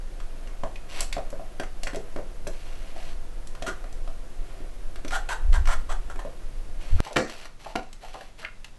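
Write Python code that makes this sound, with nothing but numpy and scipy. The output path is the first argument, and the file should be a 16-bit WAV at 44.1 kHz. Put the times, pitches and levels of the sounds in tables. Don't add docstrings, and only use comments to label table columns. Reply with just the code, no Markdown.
import sys
import numpy as np
from scipy import signal
from scipy.fft import rfft, irfft
from scipy.io import wavfile
from scipy.ndimage import uniform_filter1d

SR = 44100
rng = np.random.default_rng(int(sys.argv[2]) if len(sys.argv) > 2 else 0)


def unload_audio(sound):
    columns = np.transpose(np.atleast_2d(sound))
    steps = np.round(np.clip(columns, -1, 1) * 32767)
    wavfile.write(sys.argv[1], SR, steps.astype(np.int16))


N = 387198
TIME_S = np.arange(N) / SR
FAR_START_S = 7.004
NEAR = TIME_S < FAR_START_S


def amp(db):
    return 10 ** (np.asarray(db) / 20)


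def unit_rms(x):
    return x / np.sqrt(np.mean(x ** 2) + 1e-20)


def unit_hit(x):
    return x * np.sqrt(SR * .005 / (np.sum(x ** 2) + 1e-20))


def log_interp(points, hz):
    freq_hz, value = np.transpose(points)
    return np.interp(np.log(hz + 1), np.log(freq_hz + 1), value)


def add(mix, start_s, sound):
    part = mix[max(round(start_s * SR), 0):][:len(sound)]
    part += sound[:len(part)]


def colour(x, points):
    gain = amp(log_interp(points, np.fft.rfftfreq(len(x), 1 / SR)))
    return irfft(rfft(x) * gain, len(x))


def noise(spectrum):
    return unit_rms(colour(rng.standard_normal(N), spectrum))


def resonate(x, hz, width_hz):
    carrier = np.exp(2j * np.pi * np.cumsum(hz * np.ones(len(x))) / SR)
    pole = np.exp(-np.pi * abs(width_hz) / SR)
    return 2 * (carrier * signal.lfilter([1 - pole], [1, -pole], x / carrier)).real


def grains(size, per_s, spread_db):
    heights = amp(spread_db * np.minimum(rng.exponential(1, size), 4)) * rng.choice([-1, 1], size)
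    return unit_rms(heights * (rng.random(size) < per_s / SR))


def crack(centre_hz, width_oct, t60_s):
    t = np.arange(SR // 4) / SR
    detune = np.log2((np.fft.rfftfreq(len(t), 1 / SR) + 1) / centre_hz) / width_oct
    hiss = irfft(rfft(rng.standard_normal(len(t))) / (1 + detune ** 2) ** 1.25, len(t))
    return unit_hit(hiss * amp(-60 * t / max(t60_s, .003)) * (1 - np.exp(-t / .00094)))


def struck(hz, t60_s, rise_s):
    t = np.arange(SR // 4) / SR
    return unit_hit(np.sin(2 * np.pi * hz * t) * amp(-60 * t / t60_s) * (1 - np.exp(-t / rise_s)))


def room(x, wet_db):
    # delay_s, gain
    echoes = [(.0029, 0.16), (0.011, -0.25), (0.015, 0.34), (0.0229, 0.19), (.0275, .2), (0.036, -0.28)]
    # freq_hz, t60_s
    decay = [(150, 0.28), (600, 0.26), (1700, 0.32), (4500, 0.28), (11000, 0.23)]
    # freq_hz, gain_db
    tail_eq = [(150, -3.5), (600, 1), (1700, -7), (4500, -6.5), (11000, -6.5)]
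    hz, t, bands = signal.stft(rng.standard_normal(SR // 2), SR, nperseg=256)
    tail = signal.istft(bands * amp(-60 * t / log_interp(decay, hz)[:, None]), SR, nperseg=256)[1]
    tail *= np.clip(np.arange(len(tail)) / SR / .0034, 0, 1) ** 2
    response = amp(wet_db) * colour(tail / np.linalg.norm(tail), tail_eq)
    response[0] += 1
    early = np.zeros(len(response))
    for delay_s, gain in echoes:
        add(early, delay_s, np.array([gain]))
    response += colour(early, [(800, -1.5), (2500, -6), (9000, -8.5)])
    return signal.fftconvolve(x, response)[:N]


def air():
    # freq_hz, density_db
    near_air = [(53, -20), (90, 3), (245, -5.5), (355, -1.5), (444, -9), (502, -0.5), (545, -8),
                (1120, -13), (1900, -17), (11100, -26), (12000, -28.5), (15600, -79), (22000, -120)]
    # freq_hz, density_db
    far_air = [(53, -28), (90, 4), (256, -5), (642, -8.5), (2380, -15.5), (3660, -18), (5980, -20.5),
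               (11300, -27), (12000, -30), (15600, -62), (22000, -120)]
    return np.where(NEAR, amp(-50.5) * noise(near_air), amp(-56) * noise(far_air))


def draught():
    # start_s, rise_s, eddy_db, buffet_db
    gusts = [(5.42, .11, -14, -22), (6.62, .06, -38, -41), (6.912, .026, -17, -18)]
    # freq_hz, density_db
    eddy_spectrum = [(3, -25.5), (9, 5), (15, -2), (24, -1.5), (35, -14), (48, -21.5), (65, -26),
                     (110, -58), (200, -47.5), (500, -81)]
    # freq_hz, density_db
    buffet_spectrum = [(10, -32), (28, -17), (42, -2.5), (62, -0.5), (85, -10), (120, -29), (200, -40),
                       (500, -113)]
    near_db, far_db, surge_s = -28.5, -40, .025
    eddies, buffets, surge = np.zeros((3, N))
    for start_s, rise_s, eddy_db, buffet_db in gusts:
        age = np.maximum(TIME_S - start_s, 0) / rise_s
        speed = age * np.exp(1 - age)
        eddies += amp(eddy_db) * speed
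        buffets += amp(buffet_db) * speed ** 2
    add(surge, FAR_START_S - surge_s, .24 * np.linspace(0, 1, int(surge_s * SR)) ** 2)
    flow = noise(eddy_spectrum)
    near = (amp(near_db) + eddies) * flow + buffets * noise(buffet_spectrum) + surge
    return np.where(NEAR, near, amp(far_db) * flow)


def churn():
    # freq_hz, density_db
    spectrum = [(100, -30), (220, -1), (350, -2.5), (680, 7), (950, -3), (1500, 0), (3000, -5.5),
                (6000, -31), (12000, -8.5)]
    turn_s, hardest_s, level_db, swing_db = .82, .45, -57, 2.5
    pops = unit_rms(colour(grains(N, per_s=900, spread_db=2.5), spectrum))
    drag = np.cos(2 * np.pi * (TIME_S - hardest_s) / turn_s)
    return amp(level_db + swing_db * drag) * pops * NEAR


def slides():
    # start_s, length_s, mid_level_db, swell_db
    strokes = [(0.881, 0.16, -38, 13.5), (2.5, 0.45, -51, -0.5), (2.943, 0.21, -48, -3),
               (4.43, .22, -60, -2), (6.795, 0.25, -48, -0.5), (7.027, 0.17, -47.5, -16),
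               (7.271, 0.22, -42.5, -8), (7.587, 0.16, -46.5, -1), (8.005, 0.31, -48.5, -7.5),
               (8.375, 0.085, -43, -2)]
    # freq_hz, density_db
    spectrum = [(200, -21), (700, -5), (1500, -7), (2600, -2.5), (4200, -5.5), (6500, -12.5), (9000, -14.5),
                (12000, -14)]
    attack_s, release_s = .019, .034
    envelope = np.zeros(N)
    for start_s, length_s, mid_level_db, swell_db in strokes:
        t = np.arange(0, length_s, 1 / SR)
        contact = np.minimum(t / attack_s, 1) * np.minimum((length_s - t) / release_s, 1)
        add(envelope, start_s, contact * amp(mid_level_db + swell_db * (t / length_s - .5)))
    return envelope * unit_rms(colour(grains(N, per_s=7300, spread_db=5.5), spectrum))


def squeaks():
    # start_s, length_s, level_db, pitch_hz
    events = [(0.756, 0.0077, -44, 2400), (1.125, 0.0085, -39.5, 1960), (1.126, 0.0077, -36, 3650),
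              (1.868, 0.0085, -32.5, 1865), (3.022, .12, -60, 3150), (6.984, .015, -42, 1290),
              (7.063, 0.011, -37, 790), (7.106, .023, -43.5, 590), (7.657, 0.014, -39, 730),
              (7.698, .018, -47.5, 780), (8.023, 0.038, -47.5, 700), (8.139, .026, -42.5, 800),
              (8.206, 0.017, -47.5, 645), (8.416, .067, -44.5, 1480), (8.431, 0.0194, -52, 640),
              (8.448, 0.006, -28.5, 2280)]
    out = np.zeros(N)
    for start_s, length_s, level_db, pitch_hz in events:
        size, width_hz = int(length_s * SR), 180 + .19 * pitch_hz
        slips = grains(size, per_s=3200, spread_db=-2) * signal.windows.tukey(size, .5)
        ring = resonate(np.pad(slips, (0, size)), pitch_hz, width_hz)
        ring = resonate(ring, pitch_hz, 2 * width_hz)
        add(out, start_s, amp(level_db) * unit_rms(ring))
    return out


def rattle():
    # freq_hz, density_db
    spectrum = [(150, -8), (300, 6), (700, 3.5), (1050, -16), (1800, 9), (2700, -11), (3400, -24),
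                (4300, -2.5), (8000, -8), (12000, -23)]
    start_s, level_db, t60_s = 7.168, -24, .31
    out, t = np.zeros(N), np.arange(SR // 3) / SR
    contacts = unit_rms(colour(grains(len(t), per_s=2500, spread_db=2), spectrum))
    add(out, start_s, amp(level_db - 60 * t / t60_s) * contacts)
    return out


def bumps():
    # start_s, level_db, ring_centre_hz, t60_ratio, crack_rel_db, crack_hz
    contacts = [(7.1599, -26, 1800, 0.74, 2, 2400), (7.164, -17, 476, .95, -1.5, 1390),
                (7.1681, -18.5, 1800, 0.5, 1.5, 2670), (7.170, -24, 620, 0.4, -4, 900),
                (7.177, -24, 335, 0.7, -18, 1500), (7.204, -27.5, 260, 0.84, -17, 1200),
                (7.7541, -33, 200, 0.45, 7.5, 900), (7.7585, -22.5, 850, 0.35, -0.5, 2030),
                (7.789, -37.5, 680, .4, -8, 1800)]
    # freq_hz, gain_db, t60_s
    modes = [(228.3, -5, 0.25), (297, 2.5, 0.053), (357, 1.5, 0.16), (457, -6, 0.24), (524.6, 1.5, 0.18),
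             (745, 11, 0.093), (790, -9, 0.038), (1193, 4, 0.066), (1750, 4, 0.063), (1790, 0, 0.045),
             (2240, 7, 0.046)]
    out, t = np.zeros(N), np.arange(SR // 4) / SR
    for start_s, level_db, ring_centre_hz, t60_ratio, crack_rel_db, crack_hz in contacts:
        ring = np.zeros(len(t))
        for hz, gain_db, t60_s in modes:
            drive = 1 / (1 + (np.log2(hz / ring_centre_hz) / .45) ** 2)
            ring += drive * amp(gain_db - 60 * t / (t60_s * t60_ratio)) * np.sin(2 * np.pi * hz * t)
        impact = amp(crack_rel_db) * crack(crack_hz, width_oct=1, t60_s=.017)
        add(out, start_s, amp(level_db) * (unit_hit(ring) + impact))
    return out


def snaps():
    # start_s, level_db, centre_hz
    events = [(0.201, -40, 1450), (.4724, -43.5, 1610), (0.7577, -42.5, 2470), (1.0057, -18.5, 5870),
              (1.1264, -26.5, 3200), (1.303, -41, 7000), (1.597, -42, 6000), (1.6332, -35.5, 1530),
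              (1.833, -27.5, 5060), (1.8709, -30, 2500), (1.9582, -34.5, 4440), (2.4725, -32, 7300),
              (3.4718, -38.5, 5730), (3.5502, -40, 1550), (3.623, -31.5, 2330), (3.667, -33.5, 1600),
              (3.926, -43.5, 5800), (5.0804, -33, 3450), (5.1067, -31, 1550), (5.289, -29, 1590),
              (5.528, -31.5, 1800), (5.655, -33.5, 1476), (5.6723, -25.5, 1490), (7.0482, -34, 2520),
              (7.0728, -37.5, 2620), (7.1287, -35.5, 4450), (7.296, -32, 2200), (7.454, -35, 1850),
              (7.646, -40, 1720), (7.8297, -47, 3000), (7.9288, -37.5, 4440), (8.0473, -45, 2180),
              (8.141, -39, 1800), (8.209, -38, 1720), (8.644, -33, 2400)]
    out = np.zeros(N)
    for start_s, level_db, centre_hz in events:
        t60_s = .033 * (2000 / centre_hz) ** .34
        add(out, start_s, amp(level_db) * crack(centre_hz, width_oct=1.5, t60_s=t60_s))
    return out


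def pocket(tear, hz, width_hz, whistle_gain):
    ring = unit_rms(resonate(resonate(tear, hz, width_hz), hz, width_hz=1000))
    waver = unit_rms(uniform_filter1d(rng.standard_normal(len(hz)), size=150))
    phase = 2 * np.pi * np.cumsum(hz * (1 + .025 * waver)) / SR
    whistle = unit_rms(np.sin(phase) * (1 + .3 * waver))
    return unit_rms(ring + whistle_gain * whistle)


def slurps():
    # start_s, length_s, level_db, swell_db, from_hz, to_hz
    events = [(3.663, 0.0422, -31.5, -7, 1227, 1343), (5.116, 0.055, -28, 3.5, 654.5, 780),
              (5.286, 0.053, -29.5, 2.5, 847, 787), (5.537, .033, -31.5, -5, 714, 983),
              (5.681, .064, -30.5, 4, 540, 1515), (5.89, 0.042, -34, 4, 480, 887),
              (6.098, 0.03, -41, -15, 679, 850), (6.191, 0.016, -37.5, -9, 840, 1060)]
    fizz_spectrum = [(150, -21), (500, 6), (1100, 13.5), (2000, 12), (2500, 4.5), (3200, 10.5),
                     (5000, 1.5), (8000, 3.5), (12000, -2.5), (14000, -40)]
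    pitch_arch, neck_open_hz = .169, 1090
    out = np.zeros(N)
    for start_s, length_s, level_db, swell_db, from_hz, to_hz in events:
        progress = np.linspace(0, 1, int(length_s * SR))
        glide_hz = from_hz + (to_hz - from_hz) * progress
        pocket_hz = glide_hz * (1 + pitch_arch * np.sin(np.pi * progress))
        neck_hz = 1514 * (pocket_hz / 900) ** .62
        whistle_gain = 1.3 * amp(1 + .8 * swell_db)
        tear = grains(len(progress), per_s=3500, spread_db=1.5)
        body = pocket(tear, pocket_hz, width_hz=130, whistle_gain=whistle_gain)
        neck = pocket(tear, neck_hz, width_hz=240, whistle_gain=whistle_gain * amp(-3))
        neck /= 1 + (pocket_hz / neck_open_hz) ** 10
        fizz = unit_rms(colour(tear, fizz_spectrum))
        slurp = unit_rms(body + amp(2.5) * neck) + amp(.5) * fizz
        envelope = amp(swell_db * progress) * signal.windows.tukey(len(progress), .2)
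        add(out, start_s, amp(level_db) * unit_rms(slurp * envelope))
    return out


def knocks():
    # start_s, level_db, pitch_hz, tick_rel_db
    events = [(.6345, -28, 620, -10), (.6355, -30, 960, -9.5), (1.006, -36.5, 660, -20),
              (1.1672, -26, 700, -15), (1.181, -29.5, 553, -9), (1.328, -31.5, 560, -18),
              (1.3955, -35.5, 680, -19), (1.598, -33.5, 320, 4.5), (1.599, -34, 700, -1),
              (1.833, -38, 710, -8), (1.871, -34, 525, -3), (1.933, -36, 300, -2.5),
              (1.946, -31.5, 590, -4.5), (1.969, -30, 405, -18), (2.161, -34, 310, -6),
              (2.162, -33.5, 625, -8), (2.187, -31, 535, -15), (2.469, -32, 590, -2.5),
              (2.475, -36.5, 330, -12), (2.963, -39, 720, -9), (3.622, -30.5, 665, -12),
              (3.667, -34.5, 640, -8), (3.679, -32, 354, -2), (3.841, -42, 714, -1), (4.076, -41, 706, -1),
              (4.604, -41, 323, -16), (4.958, -43.5, 780, 5.5), (5.048, -34, 306, -1),
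              (6.159, -41, 348, 0.5), (6.25, -31, 556, -18)]
    t60_cycles, rise_s, overtone_ratio = 7.2, .0017, 1.52
    push = amp(-7) * struck(hz=269, t60_s=.011, rise_s=.0034)
    out = np.zeros(N)
    for start_s, level_db, pitch_hz, tick_rel_db in events:
        overtone_hz = overtone_ratio * pitch_hz
        wall = struck(pitch_hz, t60_cycles / pitch_hz, rise_s)
        overtone = amp(-10.5) * struck(overtone_hz, t60_cycles / overtone_hz, rise_s)
        tick = amp(tick_rel_db) * crack(centre_hz=1120, width_oct=1.66, t60_s=.021)
        add(out, start_s, amp(level_db) * (wall + overtone + push + tick))
    return out


def scene():
    # freq_hz, gain_db
    far_eq = [(200, 3.5), (2500, -2), (5000, -1), (8000, -3), (12000, -0.5)]
    # freq_hz, gain_db
    mic_eq = [(100, -1), (3000, -2.5), (3700, -6.5), (4300, -2.5), (5100, -7), (6000, -2), (6800, -6),
              (7800, -1), (8900, -9.5), (9800, -5), (10600, -11), (11300, -4.5), (12000, -15)]
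    work = knocks() + snaps() + slurps() + bumps() + rattle() + squeaks() + slides() + churn()
    near = room(work * NEAR, wet_db=1) * NEAR
    far = colour(room(work * ~NEAR, wet_db=-2), far_eq)
    mid = colour(near + far, mic_eq) + air() + draught()
    side = amp(-68.5) * noise([(30, 19.5), (150, 26.5), (500, 8.5), (1000, -22), (3500, -24),
                               (8000, -7.5), (11500, 4), (13000, -30)])
    return np.array([mid + side, mid - side])


def record(dry):
    cutoff_hz = 11950
    lowpass = signal.firwin(301, cutoff_hz, window=("kaiser", 9), fs=SR)
    return signal.oaconvolve(dry, lowpass[None], "same")


dry = scene()
out = record(dry)
unload_audio(out)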